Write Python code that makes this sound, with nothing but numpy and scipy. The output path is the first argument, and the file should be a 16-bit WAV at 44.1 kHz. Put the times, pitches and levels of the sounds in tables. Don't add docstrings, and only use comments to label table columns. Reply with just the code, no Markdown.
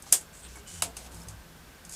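import sys
import numpy as np
from scipy import signal
from scipy.io import wavfile
from scipy.ndimage import uniform_filter1d

SR = 44100
rng = np.random.default_rng(int(sys.argv[2]) if len(sys.argv) > 2 else 0)


def boost_factor(decibels):
    exponent = np.asarray(decibels, float) / 20
    return 10 ** exponent


def output_pcm(signal):
    pcm = np.clip(np.atleast_2d(signal).T, -1, 1) * 32767
    wavfile.write(sys.argv[1], SR, np.round(pcm).astype(np.int16))


N = 85995

# (frequency [Hz], density [dB per Hz])
HISS_SPECTRUM = [(15, -38), (25, -11.5), (66, -5), (127, -13.5), (170, -9), (277, -15.5), (354, -16.5),
                 (1480, -21.5), (16000, -33)]
# (frequency [Hz], width [Hz], level [dB])
APPLIANCE_HUM = [(61, 10, -67), (170, 20, -69), (1550, 200, -65)]
CONTACT_TIMES = [.0226, .122, .1245, .1253, .2112, .3315, .3717, .4015, .8217, .9682, 1.062, 1.145, 1.271,
                 1.2847, 1.85, 1.894, 1.9228, 1.937, 1.913, 1.9305]
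# (peak [dB], share of hollow box [dB], brightness [dB per octave])
CONTACT_COLOURS = [(-34, -10, .1), (-25, -6, 2), (-7, -10, 0), (0, -11, -1.5), (-34, -6, .1),
                   (-46, -3, -2.5), (-46, 8, -6), (-43, -5, -3), (-11, 6, -.5), (-26, 3, -5), (-44, 9, -3),
                   (-37, -8, .1), (-44, -3, -3), (-28.5, -8, -6), (-34.5, -9, -6), (-29.5, -6, -6),
                   (-30, -13, -6), (-31, -13, -4), (-33, -13, -5), (-35, -13, -6)]
# (frequency [Hz], level [dB])
CLAMP_MODES = [(4900, -14.5), (5400, -16.5), (6000, -12.5), (6620, -6), (7340, -4.5), (7800, -2.5),
               (8300, -6), (8900, -1), (9700, -8.5), (10400, -6), (11200, -6), (12200, -17), (13300, -12.5),
               (14700, -20)]
# (frequency [Hz], level [dB])
BOX_MODES = [(330, -37.5), (450, -33.5), (720, -23), (950, -25), (1230, -21.5), (1620, -27.5), (2000, -32),
             (2650, -15.5), (3100, -18.5), (3630, -19), (4300, -18)]
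# (frequency [Hz], t60 [s])
ROOM_DECAY = [(300, 0.46), (720, 0.32), (1200, 0.11), (2800, 0.16), (7300, 0.15), (15000, .11)]
# (time [s], length [s], level [dB], centre [Hz], width [Hz])
RUB_STROKES = [(.06, .061, -50.5, 7000, 6001), (.065, 0.011, -48, 860, 490),
               (.335, 0.08, -53.5, 7860, 3050), (.425, 0.044, -49.5, 8370, 1340),
               (.43, 0.045, -53.5, 3670, 2420), (.556, 0.028, -49.5, 1520, 2560),
               (.67, 0.14, -47, 7760, 4300), (.96, 0.119, -52, 7450, 8001), (.95, 0.39, -57, 1080, 1120),
               (1.11, 0.14, -54, 8400, 5730), (1.93, .05, -44, 6830, 3002), (.47, 0.135, -55, 7000, 5000)]
# (time [s], length [s], level [dB], frequency [Hz], width [Hz])
SCREW_SQUEALS = [
    (.66, .16, -58, 3010, 120),
    (.7, .12, -62, 3200, 150),
    (.675, .08, -59, 7140, 200),
    (.69, .08, -62, 9050, 250),
    (1.01, .05, -64, 10900, 200),
]
# (time [s], frequency [Hz], level [dB], t60 [s])
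SCREW_PINGS = [
    (1.171, 5100, -46, .025),
    (1.218, 5250, -43, .03),
    (1.063, 760, -48, .06),
    (.07, 800, -50, .06),
    (.127, 735, -37, .12),
    (.9685, 5100, -38, .02),
]
# (time [s], level [dB])
STEEL_TAP = (.557, -49.5)
# (frequency [Hz], level [dB], t60 [s])
BLADE_MODES = [(2223, -1, .22), (7682, 0.1, .18), (9350, -5, .12), (9663, -6, .12), (10610, -3, .17),
               (11400, -6, .08)]
# (time [s], length [s], level [dB], frequency [Hz])
WALL_BOOMS = [(.44, .19, -53, 62), (.83, .58, -53.5, 61), (.73, .16, -50.5, 91), (.71, .2, -56, 175),
              (1.13, .06, -52, 99), (1.14, .11, -53, 168), (1.27, .1, -50, 101), (1.27, .09, -57, 158),
              (1.44, .14, -59, 170), (.57, .06, -59, 395), (.85, .06, -54, 685), (.84, .06, -57, 270),
              (.85, .05, -58, 450), (1.86, .06, -60, 165)]


def amp_at(points, hz):
    table_hz, value = np.array(points).T
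    return np.interp(np.log(hz), np.log(table_hz), value)


def rms_one(x):
    return x / np.sqrt(np.mean(x ** 2) + 1e-20)


def ring(clicks, hz, t60):
    radius = boost_factor(-60 / (t60 * SR))
    angle = 2 * np.pi * hz / SR
    poles = [1, -2 * radius * np.cos(angle), radius * radius]
    return signal.lfilter([0, np.sin(angle)], poles, clicks + 1e-18)


def resonate(x, hz, width_hz):
    t60 = np.log(1000) / np.pi / width_hz
    for _ in range(2):
        x = ring(x, hz, t60)
    return rms_one(x)


def bands(size):
    edges = 22 * 2 ** (np.arange(30) / 3)
    white = rng.standard_normal((2, size))
    for k, (low, high) in enumerate(zip(edges, edges[1:])):
        band = signal.butter(2, [low, high], "band", fs=SR, output="sos")
        yield np.sqrt(low * high), signal.sosfilt(band, white[k % 2])


def room_tone():
    white = rng.standard_normal(N)
    hiss = sum(boost_factor(amp_at(HISS_SPECTRUM, hz)) * band for hz, band in bands(size=N + SR))
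    hiss = rms_one(hiss[SR:])
    hum = sum(boost_factor(db) * resonate(white, hz, width_hz) for hz, width_hz, db in APPLIANCE_HUM)
    return boost_factor(-52) * hiss + hum


def diffuse_echoes(clicks, hz, noise):
    level_db, onset_s = -31.5, .0015
    build = np.exp(-1 / (onset_s * SR))
    die = boost_factor(-2 * 60 / (amp_at(ROOM_DECAY, hz) * SR))
    poles = np.convolve([1, -die], [1, -build])
    power = signal.lfilter([1], poles, clicks ** 2 + 1e-30) * (1 - build)
    return boost_factor(level_db) * np.sqrt(power) * noise


def clamp():
    chatter_s, chatter_loss_db = .0011, 2.2
    contact_db = -.5
    ring_s, ring_cycles = .002, 11
    s = np.array(CONTACT_TIMES)[:, None]
    db, box_db, bright_db = np.array(CONTACT_COLOURS).T[:, :, None]
    luck = rng.standard_normal((len(s), 120))
    diffuse = rng.standard_normal(N)
    bounce = np.arange(4)
    delay = chatter_s * bounce * (1 + .25 * np.tanh(luck[:, :4]))
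    at = ((s + delay) * SR).astype(int)
    out = np.zeros(N)
    for m, (hz, mode_db) in enumerate(CLAMP_MODES + BOX_MODES):
        in_box = m >= len(CLAMP_MODES)
        colour_db = box_db if in_box else bright_db * np.log2(hz / 8000)
        scatter_db = 2 * luck[:, 4 + 4 * m:8 + 4 * m]
        clicks = np.zeros(N)
        clicks[at] = boost_factor(db + contact_db + mode_db + colour_db - chatter_loss_db * bounce + scatter_db)
        echoes = diffuse_echoes(clicks, hz, np.roll(diffuse, 997 * m))
        direct = clicks * (-1) ** m
        out += ring(direct + echoes, hz, ring_s + ring_cycles / hz)
    return signal.sosfilt(signal.butter(4, 280, "high", fs=SR, output="sos"), out)


def fade(s, length, fade_s):
    t = np.arange(N) / SR
    since_on = t - s + fade_s / 2
    until_off = s + length + fade_s / 2 - t
    openness = np.clip(np.minimum(since_on, until_off) / fade_s, 0, 1)
    return np.sin(openness * np.pi / 2) ** 2


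def friction():
    grains_per_s, fade_s = 3500, .025
    slips = (rng.random(N) < grains_per_s / SR) * rng.standard_normal(N)
    drive = slips + 0.22 * rng.standard_normal(N)
    out = np.zeros(N)
    for s, length, db, hz, width_hz in RUB_STROKES + SCREW_SQUEALS:
        shape = fade(s, length, fade_s)
        sound = shape * resonate(drive, hz, width_hz)
        out += boost_factor(db) * sound * np.sqrt(np.sum(shape ** 2) / np.sum(sound ** 2))
    return out


def steel():
    tap_s, tap_db = STEEL_TAP
    tap = [(tap_s, hz, tap_db + mode_db, t60) for hz, mode_db, t60 in BLADE_MODES]
    out = np.zeros(N)
    for s, hz, db, t60 in tap + SCREW_PINGS:
        click = 1. * (np.arange(N) == int(s * SR))
        out += boost_factor(db) * ring(click, hz, t60)
    return out


def booms():
    waver_depth, fade_s = 0.0307, .05
    drift = rng.standard_normal(N)
    for _ in range(2):
        drift = uniform_filter1d(drift, size=1500)
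    turns = np.cumsum(1 + waver_depth * rms_one(drift)) / SR
    out = np.zeros(N)
    for s, length, db, hz in WALL_BOOMS:
        out += boost_factor(db + 5.0) * fade(s, length, fade_s) * np.sin(2 * np.pi * hz * turns)
    return out


def scene():
    return (room_tone() + clamp() + friction() + steel() + booms())[None]


def band_limit(x):
    return signal.sosfilt(signal.butter(12, 16540, fs=SR, output="sos"), x)


def record(dry):
    low_pass = signal.cheby2(10, 50, 16250, fs=SR, output="sos")
    mix = signal.sosfilt(low_pass, dry)
    return band_limit(mix)


dry = scene()
out = record(dry)
output_pcm(out)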